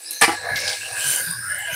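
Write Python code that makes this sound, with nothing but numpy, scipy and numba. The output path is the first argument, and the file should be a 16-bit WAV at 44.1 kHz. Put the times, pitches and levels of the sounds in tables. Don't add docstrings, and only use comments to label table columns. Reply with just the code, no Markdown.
import sys
import numpy as np
from scipy import signal
from scipy.fft import rfft, irfft
from scipy.io import wavfile
from scipy.ndimage import uniform_filter1d
from numba import njit

SR = 44100
rng = np.random.default_rng(int(sys.argv[2]) if len(sys.argv) > 2 else 0)


def store_wav(level_fs):
    pcm = np.round(np.clip(np.atleast_2d(level_fs), -1, 1) * 32767)
    wavfile.write(sys.argv[1], SR, pcm.T.astype(np.int16))


def attenuation_scalar(level_db):
    decades = np.asarray(level_db, float) / 20
    return 10 ** decades


N = 77175
T = np.arange(N) / SR

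# start in seconds, length in seconds, level in dB.
HAND_BUMPS = [(0.224, 0.18, -46), (0.36, 0.39, -45.5), (0.502, 0.07, -38), (0.628, 0.13, -50.5),
              (0.753, 0.17, -52.5), (0.909, 0.05, -45.5), (0.97, 0.059, -49), (1.044, 0.084, -39.5),
              (1.12, 0.074, -55), (1.205, 0.051, -39), (1.265, 0.076, -35.5), (1.33, 0.13, -41.5),
              (1.424, 0.21, -44.5), (1.58, 0.28, -54), (1.722, 0.027, -40.5)]
# time in seconds, level in dB.
LANDING_LEVEL = [(0, -55), (.19, -58), (.36, -38.5), (.41, -36.5), (.49, -26.5), (.55, -39.5), (.7, -40.5),
                 (.76, -42), (.8, -59), (.87, -42), (1.2, -40), (1.27, -64), (1.75, -41)]
# centre in Hz, width in Hz, level in dB.
PAN_TONES = [(497.7, 48, -5), (620, 135, -3), (760, 64, -2.5), (960, 33, -2.5), (1175, 390, -5.5)]
# time in seconds, crumb level in dB, fine dust relative to it in dB.
SLIDE_LEVEL = [(0, -47, 0), (.09, -46.5, -24), (.112, -37, -6), (.19, -46.5, 2), (.36, -41.5, -17),
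               (.54, -44.5, -6.5), (.57, -31, -6), (.69, -32, -31), (.8, -36.5, -11.5), (.93, -40, -10),
               (1.1, -30.5, 1), (1.26, -42.5, 10), (1.36, -47.5, 1), (1.64, -49.5, -11), (1.75, -43.5, 12)]
# centre in Hz, width in Hz, level in dB.
RIM_TONES = [(4200, 1030, 14), (5070, 1800, 14.5), (2600, 680, 13.5)]
# centre in Hz, width in Hz, level in dB.
DUST_TONES = [(10760, 3000, 8.5), (12040, 2060, 17), (14100, 2200, 6.5)]
# frequency in Hz, density in dB per Hz.
WASH_SPECTRUM = [(150, -32), (300, -12.5), (1200, -18), (4500, -16.5), (6900, -13.5), (10500, -15),
                 (15500, -58)]
# start in seconds, length in seconds, level in dB, first pitch in Hz, last pitch in Hz.
CRUMB_STREAMS = [(0.05, 0.22, -38.5, 4040, 4200), (0.038, 0.081, -37.5, 4700, 5360),
                 (0.1, 0.19, -38.5, 6250, 5960), (.3, 0.17, -43, 7500, 8350), (0, 0.21, -42, 10400, 10100),
                 (0.26, 0.38, -41, 4200, 4020), (0.546, 0.2, -33, 5400, 5000),
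                 (0.656, 0.084, -32, 4720, 4770), (0.41, 0.43, -34, 2114, 2236),
                 (0.64, 0.34, -40.5, 7430, 8340), (0.914, 0.32, -31.5, 8020, 7300),
                 (0.95, 0.29, -33, 3000, 3010), (1.0, 0.24, -36, 6230, 6300), (1.11, 0.3, -39, 4700, 4900),
                 (1.274, 0.33, -44, 5140, 5190), (1.212, 0.16, -44, 3860, 3670),
                 (1.403, 0.21, -34, 1302, 1573), (1.428, 0.44, -39.5, 2050, 2110),
                 (1.468, 1, -33, 2920, 3070), (1.532, 0.17, -41, 8200, 7400),
                 (1.655, 0.34, -33.5, 2400, 2600), (0.41, 0.14, -37.5, 620, 795),
                 (0.56, 0.21, -40, 517, 641), (0.643, 0.12, -40, 760, 787), (1.49, 0.116, -48.5, 620, 570),
                 (1.57, 0.087, -41, 731, 823), (1.66, 0.088, -42, 700, 578), (1.27, 0.097, -50.5, 960, 955),
                 (1.3, 0.08, -45, 1070, 1115), (0.54, 0.057, -32, 2180, 2060),
                 (0.79, 0.11, -34.5, 2720, 2760), (1.05, 0.19, -42, 2230, 2060), (1.1, 0.15, -45, 484, 563),
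                 (1.71, 0.059, -38.5, 6170, 6600), (0.0, 0.18, -59, 329, 328),
                 (0.0, 0.12, -42.5, 7800, 8340), (0.9, 0.17, -36.5, 2580, 2570)]
# start in seconds, peak in dB, pitch in Hz, width in Hz.
HARD_CRUMBS = [
    (0.036, -29.5, 10200, 1500),
    (0.1087, -13.5, 10370, 3500),
    (0.213, -1.5, 8930, 3000),
    (0.559, -13, 3800, 3440),
    (0.678, -5.5, 4400, 3650),
    (0.73, -14.5, 3870, 3070),
    (.545, -43, 5460, 3500),
    (1.583, -21, 12500, 4000),
]
# pitch in Hz, first blow in dB, second blow in dB, rebound in dB, T60 in seconds.
CAN_MODES = [(334, -8.5, -7, 7.5, 0.036), (466, -3, -2, -4.5, 0.061), (752, -2.5, 3.5, 2.5, 0.074),
             (818, 1, 2.5, 4, 0.077), (942, -3, 3.5, -5, 0.08), (1160, 2.5, 4.5, -1.5, 0.17),
             (1329, -21, -13, -11, 0.32), (1732, 11.5, 6, -7, 0.079), (2915, -35, -2, -7, 0.077),
             (1960, -17, -4.5, -2, 0.12), (2326, -16, 0, -26, 0.13), (2396, -13, -8, -22, 0.11)]
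# start in seconds, rise in seconds, chatter length in seconds, ring in dB, crumb jolt in dB.
KNOCK_BLOWS = [
    (.211, 0.0096, .02, -10.5, -12),
    (.229, 0.0051, 0.024, -12, -16),
    (.272, 0.014, 0.081, -22, -29),
]
# frequency in Hz, density in dB per Hz.
JOLT_SPECTRUM = [(1000, -25), (2000, -4), (3300, -20.5), (5000, -13.5), (6800, -27), (9300, -13),
                 (15500, -46)]
# time in seconds, level in dB, mouth brightness relative to it in dB.
RATTLE_LEVEL = [(0, -51, 8.5), (.19, -43.5, 4.5), (.36, -30.5, -12), (.42, -34, -16.5), (.5, -25, -12),
                (.57, -27.5, -18), (.6, -33, -8.5), (.7, -31.5, 0), (.8, -38.5, 0.5), (.92, -36, 1),
                (.98, -30.5, 1.5), (1.1, -30.5, 8), (1.27, -29, 0), (1.37, -34.5, 1), (1.52, -29.5, 1),
                (1.64, -29.5, -5.5), (1.75, -26.5, -9)]
# time in seconds, pitch in Hz.
TILT_PITCH = [(0, 1704), (.6, 1692), (.7, 1628), (.9, 1671), (1.08, 1594), (1.3, 1595), (1.43, 1602),
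              (1.53, 1700), (1.62, 1719), (1.75, 1550)]
# centre in Hz, width in Hz, level in dB.
MOUTH_TONES = [(9296, 770, 11.5), (14100, 900, -1)]
# time in seconds, peak in dB.
WALL_LUMPS = [(0.3677, -27), (0.4345, -25), (0.4564, -23), (0.4875, -14.5), (0.5035, -14.5), (0.519, -18.5),
              (0.5332, -16.5), (0.5463, -22.5), (0.5574, -18), (0.5746, -20), (0.6212, -21), (0.655, -23),
              (0.677, -23), (0.6904, -20.5), (0.7235, -21.5), (0.831, -25), (0.9507, -22), (0.968, -17.5),
              (0.9786, -16.5), (1.0425, -24.5), (1.0745, -20), (1.0923, -20.5), (1.1223, -22),
              (1.184, -19.5), (1.2063, -19.5), (1.248, -27), (1.2739, -19.5), (1.3696, -29), (1.3883, -26),
              (1.4087, -24), (1.4244, -23), (1.4496, -25.5), (1.4677, -30), (1.482, -20), (1.508, -17.5),
              (1.5216, -18), (1.5542, -26), (1.5784, -19.5), (1.6069, -21), (1.6583, -32), (1.683, -21.5),
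              (1.73, -21.5)]
# time in seconds, peak in dB.
MOUTH_CLICKS = [(0.0862, -33), (0.603, -18.5), (0.9293, -19.5), (0.9752, -21), (0.9956, -16), (1.0184, -24),
                (1.049, -19), (1.0624, -20), (1.0714, -12), (1.0779, -9), (1.0884, -16), (1.0974, -20),
                (1.1044, -8), (1.1124, -11), (1.1214, -15), (1.1488, -13), (1.161, -8), (1.1834, -17),
                (1.2054, -22), (1.3074, -16), (1.3114, -12), (1.3274, -17), (1.4681, -25), (1.482, -21),
                (1.4895, -20), (1.5209, -17), (1.5454, -18)]

BUMP_HZ, HARDER_HZ_PER_DB = 102.5, 5.5
WASH_DB = -10.5
STREAM_Q, STREAM_EDGE_FRACTION = 13.0, 0.3
TICK_T60_S, SCATTER_T60_S, SCATTER_DB = 0.016, 0.14, -6
JOLT_T60_S, FIRST_CONTACT = 0.16, 1.1
CAN_Q, CORE_Q, CORE_DB = 6.5, 40.0, -3
CLICK_HZ, CLICK_WIDTH_HZ = 9300, 440
LUMP_DB, CLICK_DB, LOOSE_DB, MOUTH_DB = -2.5, 0, -2.5, -2.5
ECHO_T60_S, ECHO_DB, ECHO_DELAY_S = 0.1, -9, 0.004
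BASS_HZ, TOP_HZ = 50, 15750


def level(x):
    return x / np.sqrt(np.mean(x ** 2))


def band(x, hz, width_hz):
    return signal.lfilter(*signal.iirpeak(min(hz, 0.45 * SR), hz / width_hz, fs=SR), x)


def body(x, tones):
    out = 0
    for hz, width_hz, db in tones:
        ring = band(band(x, hz, 2 * width_hz), hz, width_hz)
        out = out + attenuation_scalar(db) * level(ring)
    return level(out)


def colour(x, spectrum):
    p = np.array(spectrum, float)
    hz = np.fft.rfftfreq(N, 1 / SR) + 1
    gain = attenuation_scalar(np.interp(np.log(hz), np.log(p[:, 0]), p[:, 1]))
    return level(irfft(rfft(x) * gain, N))


def curve(table, *cols):
    p = np.array(table, float)
    return np.interp(T, p[:, 0], sum(p[:, c] for c in cols))


def walk(rate_hz):
    k = int(SR / rate_hz)
    steps = np.repeat(rng.standard_normal(N // k + 1), k)
    smooth = uniform_filter1d(uniform_filter1d(steps, k), k)
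    return level(smooth[:N])


@njit
def sweep(x, hz, q):
    y, b, l, k = np.empty(len(x)), 0., 0., 1 / q
    for i in range(len(x)):
        g = np.tan(np.pi * hz[i] / SR)
        v = (b + g * (x[i] - l)) / (1 + g * (g + k))
        b, l, y[i] = 2 * v - b, l + 2 * g * v, k * v
    return y


def crumbs(rate_hz, spread_db, dust, clump_db):
    chance, sign, size = rng.random((3, N))
    hits = (chance < rate_hz / SR) * np.sign(sign - 0.5) * attenuation_scalar(-spread_db * np.log(size + 0.03))
    return (level(hits) + dust * rng.standard_normal(N)) * attenuation_scalar(clump_db * walk(25.87))


def strikes(table, ring):
    x, unit = np.zeros(N), np.zeros(N)
    unit[N // 2] = 1
    for start_s, db in table:
        x[int(start_s * SR)] += attenuation_scalar(db)
    return ring(x) / np.abs(ring(unit)).max()


def hand():
    out, wobble = np.zeros(N), walk(29.96)
    rub = level(band(band(rng.standard_normal(N), 66, 112), 126, 127))
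    for start_s, length_s, db in HAND_BUMPS:
        env = np.sin(np.pi * np.clip((T - start_s) / length_s, 0, 1) ** 0.76)
        hz = BUMP_HZ + HARDER_HZ_PER_DB * max(db + 44.5, 0)
        thud = np.sin(2 * np.pi * np.cumsum(hz * (1 + 0.0572 * wobble)) / SR)
        out += attenuation_scalar(db) * env * (thud + 0.5 * rub)
    return out


def land():
    out = np.zeros(N)
    for hz, width_hz, db in PAN_TONES:
        tone = body(crumbs(400, 3.0, 0.7, 1.5), [(hz, width_hz, 0)])
        out += attenuation_scalar(db + 3.0 * walk(8)) * tone
    return attenuation_scalar(curve(LANDING_LEVEL, 1)) * out / 2


def slide():
    mid = attenuation_scalar(curve(SLIDE_LEVEL, 1))
    top = attenuation_scalar(curve(SLIDE_LEVEL, 1, 2))
    rim = mid * body(crumbs(1500, 3.0, 0.7, 1), RIM_TONES)
    dust = top * body(crumbs(2500, 2.5, 0.8, 1), DUST_TONES)
    wash = (mid + top) * colour(crumbs(4000, 2.5, 0.8, 1.0), WASH_SPECTRUM)
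    return rim + dust + attenuation_scalar(WASH_DB) * wash


def streams():
    out, grains = np.zeros(N), crumbs(1100, 2.6, 0.94, 0.)
    for k, (start_s, length_s, db, from_hz, to_hz) in enumerate(CRUMB_STREAMS):
        u = np.clip((T - start_s) / length_s, 0, 1)
        on = (u > 0) & (u < 1)
        hz = from_hz + (to_hz - from_hz) * u[on]
        own_grains = np.roll(grains, k * 3001)[on]
        ring = level(sweep(sweep(own_grains, hz, STREAM_Q), hz, STREAM_Q / 2))
        swell = np.clip(np.minimum(u, 1 - u)[on] / STREAM_EDGE_FRACTION, 0, 1)
        out[on] += attenuation_scalar(db) * swell * ring
    return out


def ticks():
    out, t = np.zeros(N), T[:4096]
    for start_s, db, hz, width_hz in HARD_CRUMBS:
        scatter = attenuation_scalar(SCATTER_DB - 60 * t / SCATTER_T60_S) * crumbs(700, 3.5, 0.5, 0.)[:len(t)]
        snap = rng.standard_normal(len(t)) * attenuation_scalar(-60 * t / TICK_T60_S)
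        tick = band(band(snap + scatter, hz, width_hz), hz, width_hz)
        i = int(start_s * SR)
        out[i:i + len(t)] += attenuation_scalar(db) * tick / np.abs(tick).max()
    return out


def knock():
    out = np.zeros(N)
    for k, (start_s, rise_s, hold_s, ring_db, jolt_db) in enumerate(KNOCK_BLOWS):
        t = T - start_s
        rise = np.clip(t / rise_s, 0, 1)
        fade = attenuation_scalar(-230 * np.clip(t, 0, 1))
        push = rise * (t < hold_s) * fade * crumbs(922, 3.2, 0.69, 0.)
        if k == 0:
            push[int((start_s + rise_s) * SR)] += FIRST_CONTACT
        ring = np.zeros(N)
        for mode in CAN_MODES:
            hz, t60_s = mode[0], mode[4]
            tone = level(band(push, hz, np.log(1000) / np.pi / t60_s))
            ring += attenuation_scalar(mode[1 + k]) * tone * np.sqrt(t60_s)
        during = (t > 0) & (t < hold_s)
        out += attenuation_scalar(ring_db) * ring / np.sqrt(np.mean(ring[during] ** 2))
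        decay = attenuation_scalar(-60 * np.clip(t - hold_s * 0.71, 0, 9) / JOLT_T60_S)
        jolt = colour(crumbs(2000, 1.4, 0.45, 0.89), JOLT_SPECTRUM)
        out += attenuation_scalar(jolt_db) * (t > 0) * decay * rise * jolt
    return out


def rattle():
    hits, hz = crumbs(600, 2.0, 0.8, 0.5), curve(TILT_PITCH, 1)

    def box(x):
        x = x + attenuation_scalar(CORE_DB) * sweep(x, hz, CORE_Q)
        return sweep(sweep(sweep(x, hz, CAN_Q), hz, CAN_Q), hz, CAN_Q / 2)

    def click(x):
        return band(band(x, CLICK_HZ, CLICK_WIDTH_HZ), CLICK_HZ, 2 * CLICK_WIDTH_HZ)

    mouth = body(hits + 1.5 * crumbs(1200, 2.5, 0.6, 0.), MOUTH_TONES)
    loose = attenuation_scalar(curve(RATTLE_LEVEL, 1) + LOOSE_DB) * level(box(hits))
    loose += attenuation_scalar(curve(RATTLE_LEVEL, 1, 2) + MOUTH_DB) * mouth
    lumps = attenuation_scalar(LUMP_DB) * strikes(WALL_LUMPS, box)
    clicks = attenuation_scalar(CLICK_DB) * strikes(MOUTH_CLICKS, click)
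    return loose + lumps + clicks


def scene():
    crumbs_and_can = land() + slide() + streams() + ticks() + knock() + rattle()
    t = T[:8192]
    tail = rng.standard_normal(len(t)) * attenuation_scalar(-60 * t / ECHO_T60_S) * (t > ECHO_DELAY_S)
    tail = level(tail) / np.sqrt(len(t))
    echo = attenuation_scalar(ECHO_DB) * signal.fftconvolve(crumbs_and_can, tail)[:N]
    return (crumbs_and_can + echo + hand())[None]


def low_pass(x):
    return signal.sosfilt(signal.butter(12, 16020, fs=SR, output="sos"), x)


def record(dry):
    x = signal.sosfilt(signal.butter(2, BASS_HZ, "high", fs=SR, output="sos"), dry)
    x = np.tanh(x)
    x = signal.sosfilt(signal.ellip(10, 0.5, 70, TOP_HZ, fs=SR, output="sos"), x)
    return low_pass(x)


dry = scene()
out = record(dry)
store_wav(out)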